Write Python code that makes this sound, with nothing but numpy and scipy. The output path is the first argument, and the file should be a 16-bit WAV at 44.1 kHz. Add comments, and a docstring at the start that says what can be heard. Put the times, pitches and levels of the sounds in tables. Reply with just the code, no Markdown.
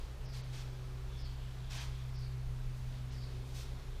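"""A soft pad rubs over a car's hood in an open garage, heard at one microphone.
Tiny slips on the paint make a faint steady rub and a few louder swishes; firm strokes ring the panel.
Behind it a motor hums and beats against the mains hum, over low rumble and room hiss.
Thin, distant chirps, probably birds outside, arrive blurred by the room. The treble dips now and then."""
import sys
import numpy as np
from scipy import signal
from scipy.fft import rfft, irfft
from scipy.io import wavfile
from scipy.ndimage import uniform_filter1d

SR = 44100
rng = np.random.default_rng(int(sys.argv[2]) if len(sys.argv) > 2 else 0)


def output_pcm(signal):
    """Save a mono or channel-first signal as 16-bit PCM at the path in sys.argv[1].

    Samples are clipped to [-1, 1] before scaling.
    """
    pcm = np.clip(np.atleast_2d(signal).T, -1, 1) * 32767
    wavfile.write(sys.argv[1], SR, np.round(pcm).astype(np.int16))


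N = 176400
TIME = np.arange(N) / SR


def amp(db):
    """Decibels to gain."""
    return 10 ** (np.asarray(db) / 20)


def unit(x):
    """Scales to an rms of one."""
    return x / np.sqrt(np.mean(x ** 2) + 1e-20)


def curve(points):
    """Joins (time [s], value) points by straight lines."""
    return np.interp(TIME, *np.transpose(points))


def at_frequency(points, hz):
    """Reads (frequency [Hz], value) points on a log-frequency axis."""
    point_hz, value = np.transpose(points)
    return np.interp(np.log(hz + 1), np.log(point_hz), value)


def colour(x, spectrum, tilt_db=0, pivot_hz=3500):
    """Filters by a spectrum, tilted by tilt_db per octave; rms one."""
    hz = np.fft.rfftfreq(len(x), 1 / SR)
    gain_db = at_frequency(spectrum, hz) + tilt_db * np.log2((hz + 1) / pivot_hz)
    return unit(irfft(rfft(x) * amp(gain_db), len(x)))


def wander(rate_hz):
    """Random motion up to about the given rate; rms one."""
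    hz = np.fft.rfftfreq(N, 1 / SR)
    return unit(irfft(rfft(rng.standard_normal(N)) * np.exp(-(hz / rate_hz) ** 2) * (hz > 0), N))


def garage(x):
    """The garage's diffuse tail, lingering longest in the midrange."""
    # Reverberation: (frequency [Hz], time to fall 60 dB [s])
    decay_times = [(200, 0.36), (1500, 0.58), (5000, 0.41), (14000, 0.36)]
    hz, t, noise = signal.stft(rng.standard_normal(SR), SR, nperseg=256)
    decay = amp(-60 * t / at_frequency(decay_times, hz)[:, None])
    tail = signal.istft(noise * decay, SR, nperseg=256)[1]
    return signal.fftconvolve(x, tail / np.linalg.norm(tail))[:N]


def rumble():
    """Deep noise that swells and sinks under everything."""
    # Rumble colour: (frequency [Hz], relative density [dB])
    spectrum = [(5, -34), (19, -11), (31, 1), (42, -4), (55, -10.5), (75, -15.5), (110, -21.5),
                (200, -38.5), (500, -66.5)]
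    # Rumble swell: (time [s], level [dB])
    levels = [(0, -46), (.5, -52.5), (1, -47), (1.9, -50.5), (2.3, -54), (2.5, -44), (2.85, -41.5),
              (3.2, -50.5), (4, -47.5)]
    return amp(curve(levels)) * colour(rng.standard_normal(N), spectrum)


def room_tone():
    """The air around the microphone: faintly patchy hiss and a low-middle murmur."""
    # Hiss colour: (frequency [Hz], relative density [dB])
    hiss_spectrum = [(100, 10.5), (160, 6), (220, 1.5), (320, -1.5), (450, -3), (700, -4), (1100, -5.5),
                     (2000, -9), (4000, -12.5), (5500, -15.5), (8000, -20.5), (11000, -23.5),
                     (15500, -26.5)]
    # Murmur colour: (frequency [Hz], relative density [dB])
    murmur_spectrum = [(100, -12), (200, -6), (320, -4.5), (440, 0.5), (650, -5.5), (1300, -10),
                       (2500, -33), (8000, -46)]
    # Murmur swell: (time [s], level [dB])
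    murmur_levels = [(0, -65), (.6, -66.5), (1.2, -67.5), (1.7, -73), (2.6, -74), (3.2, -71.5), (3.7, -66),
                     (4, -69)]
    noise = signal.stft(rng.standard_normal(N), nperseg=1024)[2]
    patches = uniform_filter1d(rng.standard_normal(noise.shape), size=10, axis=0)
    patch_db = unit(uniform_filter1d(patches, size=8, axis=1))  # smooth in frequency and time
    hiss = colour(signal.istft(noise * amp(patch_db))[1][:N], hiss_spectrum)
    low_cut = signal.butter(2, 80, "high", fs=SR, output="sos")
    murmur = amp(curve(murmur_levels)) * colour(rng.standard_normal(N), murmur_spectrum)
    return murmur + amp(-57) * unit(signal.sosfilt(low_cut, hiss))


def whistle(start, length, from_hz, to_hz, db, warble):
    """One gliding bird note; warble bends its pitch by a fraction."""
    progress = np.clip((TIME - start) / length, 0, 1)
    hz = (from_hz + (to_hz - from_hz) * progress) * (1 + warble)
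    envelope = amp(db) * np.sqrt(2 * abs(np.sin(np.pi * progress)))
    return envelope * np.sin(2 * np.pi * np.cumsum(hz) / SR)


def birds():
    """Distant chirps and slurs that reach the microphone mostly as reverberation."""
    # Lower slurs: (start [s], length [s], from [Hz], to [Hz], level into the room [dB])
    slurs = [(1.086, .11, 3560, 3244, -65), (1.211, 0.111, 3280, 3105, -67.5),
             (1.352, .16, 3210, 3060, -68.5), (1.612, 0.082, 3300, 3400, -66),
             (1.911, .13, 3344, 3450, -68), (3.92, .08, 3560, 3300, -68)]
    # Two-note chirps: (start [s], first note into the room [dB], second note [dB])
    chirps = [(.243, -61.5, -59.5), (1.163, -61, -59.5), (2.132, -61, -59.5), (3.13, -63, -59.5)]
    # Notes of a chirp: (delay [s], length [s], from [Hz], to [Hz])
    notes = [(0, .07, 5250, 4750), (.072, .05, 4600, 4400)]
    flutter = wander(rate_hz=700)
    song = sum(whistle(*slur, warble=.085 * flutter) for slur in slurs)
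    for start, *levels in chirps:
        for (delay, length, from_hz, to_hz), db in zip(notes, levels):
            song += whistle(start + delay, length, from_hz, to_hz, db, warble=.078 * flutter)
    return amp(-4) * song + garage(song)


def motor():
    """A drifting hum with two overtones; it beats against the 120 Hz mains tone."""
    # Motor pitch: (time [s], frequency [Hz])
    pitch = [(0, 125.5), (.2, 128), (.55, 126.5), (1.1, 126), (1.6, 127), (2.2, 126.5), (2.7, 126),
             (3.4, 125.5), (4, 126.5)]
    # Its first three harmonics, each: (time [s], level [dB])
    first = [(0, -56), (.1, -56), (.3, -45), (.5, -44.5), (1.05, -47.5), (1.7, -46.5), (2.3, -42),
             (2.7, -43.5), (3.2, -44.5), (3.65, -47.5), (3.85, -52.5), (4, -55)]
    second = [(0, -83), (1.1, -70), (2, -76.5), (2.7, -74.5), (3.15, -64), (3.55, -68), (4, -75)]
    third = [(0, -76), (.55, -71), (.75, -63.5), (1.12, -64), (1.35, -73), (1.7, -71.5), (2.5, -69),
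             (3.0, -78), (3.3, -62.5), (3.7, -67), (4, -65)]
    phase = 2 * np.pi * np.cumsum(curve(pitch)) / SR
    hum = np.zeros(N)
    for harmonic, levels in enumerate([first, second, third], start=1):
        hum += amp(curve(levels)) * np.sin(harmonic * phase + 2 * np.pi * rng.random())
    return np.sqrt(2) * hum


def mains_and_machinery(waver_db=2.37, drift_rad=0.15):
    """Steady tones that waver slightly in level and phase."""
    # Hums and whines: (frequency [Hz], level [dB])
    tones = [(18.8, -61), (30.3, -51), (60.65, -48), (120, -59.5), (151.7, -73), (157.5, -72.5),
             (227, -82.5), (435, -75.5), (441.5, -81.5), (1622, -83.5), (2627, -86), (3354, -85),
             (4554, -85), (5495, -90)]
    hum = np.zeros(N)
    for hz, db in tones:
        gain = amp(db + waver_db * wander(1.2))
        hum += gain * np.sin(2 * np.pi * (hz * TIME + rng.random()) + drift_rad * wander(1.5))
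    return np.sqrt(2) * hum


def friction(grains_per_s=5000, spread_db=2.5, grain_share=0.33):
    """Countless tiny slips of the pad on paint: smooth hiss and separate grains."""
    slips = (rng.random(N) < grains_per_s / SR) * rng.choice([-1, 1], N)
    grains = slips * amp(spread_db * np.minimum(rng.exponential(1, N), 4))
    return np.sqrt(grain_share) * unit(grains) + np.sqrt(1 - grain_share) * rng.standard_normal(N)


def hood(drive):
    """The panel's resonances, set ringing by friction."""
    # Panel modes: (frequency [Hz], width [Hz], relative level [dB])
    modes = [(900, 130, -9), (1130, 110, -14), (1610, 110, -7), (2900, 900, -5)]
    return sum(amp(db) * unit(signal.lfilter(*signal.iirpeak(hz, hz / width, SR), drive))
               for hz, width, db in modes)


def swish(start, length, db, tilt_db, rise_s=0.011, fall_s=0.032, arch_db=1.5, firm_db=-49.5):
    """A quick stroke swells, arches and dies away; a firm one rings the hood, most past its middle."""
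    # Stroke colour: (frequency [Hz], relative density [dB])
    spectrum = [(200, -29), (550, -10.5), (850, -1), (1250, -3), (2000, -2), (3000, -1), (4800, -1.5),
                (6500, -5.5), (10000, -16), (15500, -23)]
    t = TIME - start
    progress = np.clip(t / length, 0, 1)
    rise = np.clip(t / rise_s, 0, 1)
    arch = amp(-arch_db * (2 * progress - 1) ** 2)
    fall = np.exp(-np.maximum(t - length, 0) / fall_s)
    ring_gain = amp(-3 + 1.5 * (db - firm_db)) * np.minimum(1.6 * progress, 1)
    ring = ring_gain * hood(colour(friction(), spectrum))
    hiss = colour(friction(), spectrum, tilt_db)
    return amp(db) * rise * arch * fall * (hiss + ring)


def pad(wet_db=-6.5):
    """Light rubbing and quick strokes on the hood, heard more directly than off the walls."""
    # Light rubbing: (time [s], level at the hood [dB])
    rub_levels = [(0, -62), (.17, -75), (.45, -63), (.72, -65.5), (.95, -71), (1.1, -64.5), (1.35, -66.5),
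                  (1.58, -67.5), (1.95, -61.5), (2.15, -71), (2.6, -75), (2.78, -73), (2.95, -61.5),
                  (3.05, -72), (3.35, -61), (3.44, -69), (3.6, -60.5), (3.8, -65.5), (4, -69)]
    # Its colour: (frequency [Hz], relative density [dB])
    rub_spectrum = [(200, -7), (500, 3), (1100, -0.5), (2000, -2), (4000, 1.5), (6000, -6.5), (10000, -17),
                    (15500, -27)]
    # Strokes: (start [s], length [s], hiss level at the hood [dB], treble tilt [dB/octave])
    strokes = [(-.04, 0.093, -62, -3), (0.326, .06, -55.5, 1), (0.521, 0.092, -54.5, 0.1),
               (1.698, 0.13, -49, 0.4), (2.735, 0.088, -69, 7), (3.098, 0.038, -59.5, 0.5),
               (3.45, 0.13, -65, 5), (3.537, 0.088, -55, 4)]
    direct = amp(curve(rub_levels)) * colour(friction(), rub_spectrum)
    for stroke in strokes:
        direct += swish(*stroke)
    wet = amp(wet_db)
    return (direct + wet * garage(direct)) / np.sqrt(1 + wet ** 2)


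def scene():
    """Everything at one microphone in the garage."""
    return (pad() + birds() + motor() + mains_and_machinery() + room_tone() + rumble())[None]


def record(dry):
    """The treble dips briefly a few times, and the very top is cut off."""
    # Treble dips: (time [s], gain [dB])
    dips = [(.277, -14), (.426, -14), (1.236, -16), (1.791, -8), (2.174, -13), (3.112, -10)]
    dip_width_s, treble_hz, cutoff_hz = .009, 6450, 15400
    treble = signal.sosfiltfilt(signal.butter(6, treble_hz, "high", fs=SR, output="sos"), dry)
    dip_db = sum(db * np.exp(-((TIME - centre) / dip_width_s) ** 2) for centre, db in dips)
    dipped = dry + (amp(dip_db) - 1) * treble
    low_pass = signal.firwin(511, cutoff_hz, window=("kaiser", 9), fs=SR)
    return signal.oaconvolve(dipped, low_pass[None], "same")


dry = scene()
out = record(dry)
output_pcm(out)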